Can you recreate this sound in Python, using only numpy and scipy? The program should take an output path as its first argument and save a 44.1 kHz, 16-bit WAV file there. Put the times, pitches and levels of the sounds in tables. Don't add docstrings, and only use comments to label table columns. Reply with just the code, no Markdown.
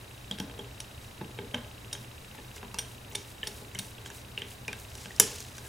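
import sys
import numpy as np
from scipy import signal
from scipy.fft import rfft, irfft, next_fast_len
from scipy.io import wavfile
from scipy.ndimage import map_coordinates

SR = 44100
rng = np.random.default_rng(int(sys.argv[2]) if len(sys.argv) > 2 else 0)


def decibels_to_gain(level_db):
    exponent = np.asarray(level_db, float) / 20
    return 10 ** exponent


def put_to_file(sound):
    columns = np.atleast_2d(sound).T
    safe = np.clip(columns, -1, 1)
    whole_steps = np.round(safe * 32767)
    wavfile.write(sys.argv[1], SR, whole_steps.astype(np.int16))


N = 250488

# freq_hz, density_db_per_hz
SHOP = [(15, -14), (25, -15), (54, -3.5), (80, -2), (103, -3.5), (123, 0.5), (145, -13.5), (204, -10.5),
        (319, -14.5), (430, -15), (965, -18), (1060, -19), (1760, -23.5), (2200, -27), (2860, -31),
        (4840, -120)]
# freq_hz, density_db_per_hz
HISS = [(500, -30), (1500, 3), (3000, 3), (6000, -2), (10000, -3.5), (13000, -6), (15000, -7.5),
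        (15900, -11), (16050, -60)]
# freq_hz, correlation (0-1)
LIKENESS = [(30, 0.999), (100, 1), (150, .98), (290, 0.72), (640, 0.23), (1400, 0.057), (3000, 0.41),
            (4300, 0.38), (5300, 0.82), (6500, 0.97), (15000, 1)]
# freq_hz, width_hz, level_db
HOUSING = [(2680, 400, -1.5), (3200, 850, -9), (3805, 70, 3.5)]
# freq_hz, width_hz, level_db
PORT_WALL = [(3850, 90, 4), (2900, 820, -7)]
# freq_hz, t60_s
WALLS_T60 = [(120, 0.27), (260, 0.22), (460, 0.53), (2000, 0.37), (6000, 0.29), (11000, 0.22),
             (14800, 0.19), (15600, 0.023)]
# freq_hz, width_hz, level_db
BENCH = [(106, 16, -6.5), (186, 49, -3.5), (272, 33, -1), (415, 14, 8), (503, 81, 3.5)]
# freq_hz, width_hz, level_db
BOARDS = [(593, 62, -0.5), (870, 48, 5), (1010, 37, 6.5), (1140, 320, -4)]
# start_s, peak_db, strongest_hz, upper_modes_db
KNOCKS = [(0.31, -35, 201, -9), (0.4, -36, 195, -8), (0.401, -31, 281, -17), (0.589, -34.5, 410, -11.5),
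          (1.212, -36, 139, -7.5), (1.213, -34.5, 360, -23), (1.387, -31.5, 420, -17),
          (1.42, -39.5, 456, -28), (1.542, -33, 238, -2), (2.385, -61, 440, 1), (2.628, -48, 190, 4.5),
          (2.632, -41.5, 473, -9), (2.743, -55, 186, 10), (2.784, -42, 110, -1), (3.15, -39, 415, -7),
          (3.472, -40, 398, -21), (3.619, -43, 436, -9), (3.749, -48, 173, -21), (3.787, -42, 187.2, -25),
          (4.42, -41.5, 416, -28), (4.682, -39, 434, -7), (5.056, -44.5, 190, -5), (5.1982, -25, 439, -7.5)]
# middle_s, half_length_s, level_db
REGRIPS = [(2.023, 0.033, -56), (2.354, .004, -54), (2.4, 0.22, -65), (2.91, 0.054, -56),
           (3.3, 0.039, -55.5), (3.446, 0.013, -57), (3.545, 0.12, -54), (3.867, 0.058, -51.5),
           (4.159, 0.028, -49.5), (4.39, 0.012, -52), (4.51, 0.042, -52.5), (4.814, 0.066, -53.5),
           (5.669, 0.047, -49.5)]
# middle_s, half_length_s, level_db
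SLIDES = [(1.042, 0.037, -57.5), (2.568, 0.024, -51), (3.21, 0.036, -53.5), (4.069, 0.015, -48.5),
          (4.206, 0.019, -56), (4.91, .02, -55), (5.012, 0.069, -49.5), (5.14, 0.053, -56),
          (5.31, 0.086, -44), (5.434, 0.095, -52), (5.578, 0.036, -53)]
# start_s, peak_db, loudest_hz, width_hz, other_modes_db
CLACKS = [(0.3117, -22.5, 3260, 196, -19.5), (.323, -34, 3700, 250, -26), (0.385, -30.5, 3200, 300, 0),
          (.4012, -25, 3200, 250, -8), (0.4973, -37, 3200, 250, 3), (0.5926, -33.5, 3230, 119, -18.5),
          (1.2129, -33, 1620, 252, -6), (1.3881, -28, 3200, 250, 1), (1.5382, -39, 3200, 200, -14),
          (1.5438, -21, 3130, 260, -5.5), (1.547, -26, 3160, 200, -4), (1.951, -31.5, 3200, 200, -8),
          (2.385, -41, 1760, 120, -11), (2.565, -42, 2110, 120, -10), (2.629, -32.5, 1580, 300, 0),
          (2.744, -36.5, 2680, 200, -9), (3.1232, -43, 2130, 250, -8), (3.431, -22, 3010, 330, -15),
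          (3.433, -31.5, 1760, 159, -34), (3.465, -40, 3150, 150, -10), (3.7489, -35, 2130, 148, -16),
          (3.7543, -30, 3060, 220, -13), (3.984, -41, 3280, 252, -10), (4.06, -31, 3200, 250, -6),
          (4.102, -34.5, 1610, 200, -10), (4.3769, -20, 2800, 457, -16.5), (4.379, -35, 2810, 150, -24),
          (4.4194, -23.5, 3100, 315, -13), (4.6809, -21.5, 2430, 447, -13),
          (4.682, -28.5, 2400, 60.6, -17.5), (4.7304, -24, 1577, 150, 2), (4.9532, -39, 2900, 400, -6),
          (5.0575, -31, 3030, 500, -1), (5.106, -37.5, 1870, 180, -21), (5.5819, -35, 1540, 250, -3),
          (5.6476, -51, 1610, 150, -18)]
# start_s, peak_db, loudest_hz
TAPS = [(0.3107, -29, 5060), (0.3855, -35, 5170), (0.3988, -24.5, 5570), (0.5891, -36.5, 7960),
        (1.544, -29.5, 5700), (2.5621, -37, 5710), (2.7427, -27, 5560), (3.121, -38, 8000),
        (3.1295, -38, 6300), (3.7472, -30.5, 7640), (3.766, -40, 10300), (4.0587, -36, 7790),
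        (4.1004, -35, 7040), (4.373, -41, 4510), (4.4179, -34.5, 5650), (4.679, -26.5, 5400),
        (4.7282, -30, 5470), (4.9515, -30.5, 5700), (4.977, -35, 10000), (5.057, -36, 5300),
        (5.1223, -42, 6490), (5.1617, -31, 5270), (5.397, -36, 7000), (5.4026, -29, 6550),
        (5.5802, -30, 5500)]
# start_s, peak_db, then tilt_db at the first three FREE_HZ
SLIPS = [(0.8019, -25.5, -2, 3, 10), (1.9283, -22.5, -4, -3, 2.5), (1.9318, -32, -5, -4, 0),
         (2.786, -20.5, -2, 1, 0), (2.7901, -23, -3, -1.5, -4), (3.149, -32, 2, 2, 1),
         (3.1522, -20.5, -6.5, -1, 1), (3.4708, -23.5, -6, 1, 0), (3.4742, -31, 1, 2, -8),
         (3.7882, -21, -13, -2, 0), (3.7927, -23.5, 4, 6, -7)]
# start_s, peak_db, then tilt_db at the first three BENT_HZ
SNAP = [(5.1977, -1.5, -20, -4, 3), (5.1984, -6.5, -3, 7, 13), (5.1993, -1.5, -11.5, 1, -19),
        (5.2012, -7.5, -2, 12, -5), (5.2032, -12, -6, -5, -16), (5.205, -20, -4, -2, -15)]
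# start_s, peak_db, freq_hz, width_hz
RINGS = [(1.2098, -38, 872, 35), (1.388, -40, 851, 50), (1.388, -40, 2200, 82), (1.5445, -31, 3100, 90),
         (1.929, -43, 9200, 22), (1.929, -34.5, 3725, 40), (1.944, -42, 6450, 37), (2.349, -44, 855, 40),
         (2.348, -43, 2000, 200), (2.386, -49, 866, 27), (2.6295, -44, 1020, 90), (2.7438, -34, 890, 47),
         (2.7424, -36, 1140, 120), (2.7864, -26, 5900, 90), (2.786, -43, 5700, 12), (2.745, -42, 2720, 31),
         (1.929, -50, 14320, 30), (3.1, -49, 15000, 32), (3.472, -53, 11200, 15), (3.789, -55, 11200, 13),
         (3.472, -48, 14320, 30), (5.199, -27, 700, 110), (5.1985, -20, 8200, 330), (2.7865, -31, 8790, 44),
         (2.7865, -42, 8786, 13), (1.546, -34, 495, 10), (0.54, -34, 460, 22), (0.94, -41, 280, 22),
         (4.42, -38, 3200, 35), (2.4, -40, 2900, 500), (2.7865, -49, 14320, 24), (2.788, -43, 2100, 70),
         (3.152, -31.5, 3600, 30), (3.151, -34.5, 2260, 74), (3.151, -32, 2700, 300),
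         (3.152, -42, 5803, 91), (3.472, -33, 4400, 84), (3.472, -43, 3381, 90), (3.7885, -44, 15000, 26),
         (4.0587, -46, 1100, 80), (4.1005, -42, 910, 35), (5.199, -22.5, 940, 71), (5.199, -32, 4500, 640),
         (5.58, -48, 1070, 120), (5.66, -46, 1630, 33)]
# freq_hz, width_hz, level_db
CASTING = [(1240, 100, -17.5), (1600, 78, -2), (2255, 370, -10.5), (2710, 76, -5), (3150, 54, -5.5),
           (3700, 110, -10.5)]
# freq_hz, width_hz, level_db
TIP = [(5700, 146, 7), (7300, 4000, -5.5), (9450, 98, 2.5), (9870, 1100, -8), (12400, 490, -28)]
# freq_hz, width_hz, level_db
SHAFT = [(2160, 43, -3.5), (3180, 170, 1.5), (3700, 74, -0.5), (4364, 84, -6.5), (5655, 160, 0.5),
         (5810, 110, -8.5), (6440, 81, -4.5), (8000, 59, -7), (8810, 84, -1.5), (9130, 70, 3),
         (10030, 100, -2), (11200, 30, -7), (13450, 100, -5), (14320, 45, -26)]
# freq_hz, width_hz, level_db
BENT = [(1020, 80, -18), (1730, 140, -1), (2130, 79, 2.5), (3150, 180, 3.5), (3630, 100, -2),
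        (5630, 170, -1.5), (6060, 200, -1), (7200, 200, 5), (8900, 200, 2.5), (9800, 190, 2.5),
        (10100, 117, 10.5), (10630, 230, 2), (12550, 230, -3), (13100, 270, -4.5)]

FREE_HZ, BENT_HZ = (3200, 3710, 5650, 8800), (3150, 5660, 7160, 10400)
SLIP_S, SNAP_S, TAP_S = 0.0021, 0.00067, 0.0014
LIGHT_DB, LIGHT_HZ, LIGHT_UPPER_DB = -48, 415, -4
HANDLE_HZ, METAL_HZ = 10000, 6900
FRAME_HZ, FIRST_FRAME_S = 29.97, 0.0103
CLIMB_S_PER_HZ, CLIMB_FROM_HZ = 1.7e-6, 2415
ODD_FRAME_DB = 3.5
CEILING, TOP_HZ = 0.96, 16600


def unit(x):
    return x / np.sqrt(np.mean(x ** 2) + 1e-20)


def peak(x):
    return x / np.max(np.abs(x))


def along(points, hz):
    f, v = np.transpose(points)
    return np.interp(np.log(hz + 1), np.log(f + 1), v)


def wobble(rate):
    knots = rng.standard_normal(int(N * rate / SR) + 4)
    return map_coordinates(knots, [np.arange(N) * rate / SR])


def filtered(x, response):
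    m = next_fast_len(x.shape[-1] + 8192)
    spectrum = rfft(x, m) * response(np.fft.rfftfreq(m, 1 / SR))
    return irfft(spectrum, m)[..., :x.shape[-1]]


def modal(f, modes):
    total = 0
    for k, (c, w, db) in enumerate(modes):
        damping = 1j * f * abs(w)
        total = total + (-1) ** k * decibels_to_gain(db) * damping / (c * c - f * f + damping)
    return total


def resonant(x, modes):
    return filtered(x, lambda f: modal(f, modes))


def vary(modes, spread_db):
    return [(c, w, db + rng.normal(0, spread_db)) for c, w, db in modes]


def rush(spectrum):
    def shape(hz):
        turn = np.arccos(np.clip(along(LIKENESS, hz), -1, 1)) / 2
        return decibels_to_gain(along(spectrum, hz)) * [np.cos(turn), np.sin(turn)]
    mid, side = filtered(rng.standard_normal((2, N)), shape)
    return unit(np.array([mid + side, mid - side]))


def workshop():
    phase = 2 * np.pi * 119.6 * np.arange(N) / SR + 0.84 * wobble(21)
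    hum = decibels_to_gain(-55.0 + 1.7 * wobble(9.2)) * np.sin(phase)
    rumble = decibels_to_gain(-48.0 + 0.18 * wobble(4.5)) * rush(SHOP)
    return hum + rumble + decibels_to_gain(-54.5) * rush(HISS)


def camera():
    frames = np.arange(FIRST_FRAME_S, N / SR - .02, 1 / FRAME_HZ)
    chance = rng.standard_normal((len(frames), 3))
    at = ((frames + .0004 + .00006 * chance[:, 0]) * SR).astype(int)
    force = np.zeros((2, N))
    force[0, at] = decibels_to_gain(1.5 * chance[:, 1] - ODD_FRAME_DB * (-1.) ** np.arange(len(at)))
    force[1, at] = decibels_to_gain(0.6 * chance[:, 2])

    def dispersion(hz):
        above = np.clip(hz - CLIMB_FROM_HZ, 0, None)
        return np.exp(-1j * np.pi * CLIMB_S_PER_HZ * above ** 2) * (hz < 5500)
    force = filtered(force, dispersion)
    both = decibels_to_gain(-59.5) * unit(resonant(force[0], HOUSING[:2]) + resonant(force[1], HOUSING[2:]))
    rocking = decibels_to_gain(-66.5) * unit(resonant(force[1], PORT_WALL))
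    return np.array([both + rocking, both - rocking])


def room(x):
    hz, t, z = signal.stft(rng.standard_normal((2, SR // 2)), SR, nperseg=256)
    decay = decibels_to_gain(-60 * t / along(WALLS_T60, hz)[:, None])
    tail = signal.istft(z * decay, SR, nperseg=256)[1]
    apart = [(300, 0.038), (1000, 0.25), (4000, 0.38), (8000, 0.1)]  # freq_hz, side share
    mid, side = tail[0], filtered(tail[1], lambda f: np.clip(along(apart, f), 0, 1))
    pair = np.array([mid + side, mid - side]) / np.linalg.norm(mid)
    delayed = np.pad(x, (200, 0))
    return signal.fftconvolve(delayed[None], pair, axes=1)[:, :N]


def bench():
    out, t = np.zeros(N + SR), np.arange(SR // 4) / SR
    light = [(row[0], LIGHT_DB, LIGHT_HZ, LIGHT_UPPER_DB) for row in CLACKS + SLIPS]
    for s, db, hz, upper_db in KNOCKS + light:
        low = resonant(t * np.exp(-t / 0.00053), vary(BENCH, 0.87) + [(hz, 34, 9)])
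        upper = resonant(t * np.exp(-t / 0.00023), vary(BOARDS, 0.53))
        out[round(s * SR):][:len(t)] += decibels_to_gain(db + 2.0) * (peak(low) + decibels_to_gain(upper_db) * peak(upper))
    return out[:N]


def fingers():
    out = np.zeros(N + SR)
    grains = unit(decibels_to_gain(2.3 * wobble(270) + 1.0 * wobble(50)) * rng.standard_normal(N))
    strokes = [(*row, HANDLE_HZ) for row in REGRIPS] + [(*row, METAL_HZ) for row in SLIDES]
    for s, half, db, hz in strokes:
        at = np.arange(round((s - 3 * half) * SR), min(N, round((s + 3 * half) * SR)))
        rub = resonant(grains[at], [(hz, 0.84 * hz, 0)])
        rub = resonant(rub, [(0.12 * hz, 0.34 * hz, 0)])
        out[at] += decibels_to_gain(db) * np.exp(-((at / SR - s) / half) ** 2) * unit(rub)
    return out[:N]


def contacts(blows, length, low_hz):
    out, t = np.zeros((4, N + SR)), np.arange(SR // 8) / SR
    click, u = 1. 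* (t == 0), t / max(length, 2e-4)

    def edges(f):
        low_cut = (1j * f / (low_hz + 1j * f)) ** 2
        return low_cut / (1 + 1j * f / 14000) ** 2 / (1 + (f / 15700) ** 20)
    for k, (s, db, modes) in enumerate(blows):
        force = u ** 0.25 * np.exp(-u) * rng.standard_normal(len(t)) if length else click
        power = np.abs(rfft(force)) ** 2
        evened = []
        for c, w, level in modes:
            first = max(0, int((c - abs(w) / 2) / 8))
            last = int((c + abs(w) / 2) / 8) + 2
            share = power[first:last].mean() / power.mean()
            evened.append((c, w, level - 10 * np.log10(share)))
        blurred = [(c, 4.0 * w + 0.08 * c, level) for c, w, level in modes]
        both = filtered(np.array([force, click]), lambda f: edges(f) * [modal(f, evened), modal(f, blurred)])
        both[1] *= np.linalg.norm(both[0]) / np.linalg.norm(both[1])
        start = round(s * SR)
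        out[[0, 1 + k % 3], start:start + len(t)] += decibels_to_gain(db) * both / np.max(np.abs(both[0]))
    return out[:, :N]


def gripped(rows, modes, marks_hz):
    blows = []
    for s, db, *tilt in rows:
        curve = list(zip(marks_hz, (*tilt, 0)))
        blows.append((s, db, [(c, w, level + along(curve, c)) for c, w, level in vary(modes, 1.3)]))
    return blows


def screwdriver():
    seated = []
    for s, db, hz, w, rest_db in CLACKS:
        pair = [(hz - 0.09 * w, w, 0), (hz + 0.21 * w, w, 0)]
        rest = [(c, v, level + rest_db) for c, v, level in vary(CASTING, 2.4)]
        seated.append((s, db, pair + rest))
    tapped = [(s + .0006, db, vary(TIP, 0.76) + [(hz, 1500, 0), (8000, 5000, -9)]) for s, db, hz in TAPS]
    singing = [(s, db, [(hz, w, 0)]) for s, db, hz, w in RINGS]
    free = SHAFT + [(1630, 170, -4.5), (6300, 7500, -16.5)]
    loaded = BENT + [(15900, 1500, -11), (10000, 8700, -8.5)]
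    slips = contacts(gripped(SLIPS, free, FREE_HZ), SLIP_S, low_hz=796)
    snap = contacts(gripped(SNAP, loaded, BENT_HZ), SNAP_S, low_hz=400)
    clean = contacts(seated + singing, 0, low_hz=795)
    return clean + decibels_to_gain(-2.0) * contacts(tapped, TAP_S, low_hz=2500) + slips + snap


def scene():
    (facing, *around), boom = screwdriver(), bench()

    def port_difference(hz):
        return 1j * hz / (2000 + 1j * hz) * np.exp(-2j * np.pi * hz * 0.00026)
    unlike = decibels_to_gain(-20.5) * filtered(facing, port_difference)
    echo = room(0.36 * facing + 1.48 * boom) + 0.38 * sum(room(lane) for lane in around)
    hands = filtered(fingers(), lambda hz: hz < 15900)
    direct = facing + boom + unlike * [[1], [-1]] + hands
    return direct + decibels_to_gain(-5.5) * echo + workshop() + camera()


def band_limit(x):
    return signal.sosfilt(signal.butter(12, 16850, fs=SR, output="sos"), x)


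def record(dry):
    held = dry / (1 + np.abs(dry / CEILING) ** 6) ** (1 / 6)
    mix = filtered(held, lambda hz: hz < TOP_HZ)
    return band_limit(mix)


dry = scene()
out = record(dry)
put_to_file(out)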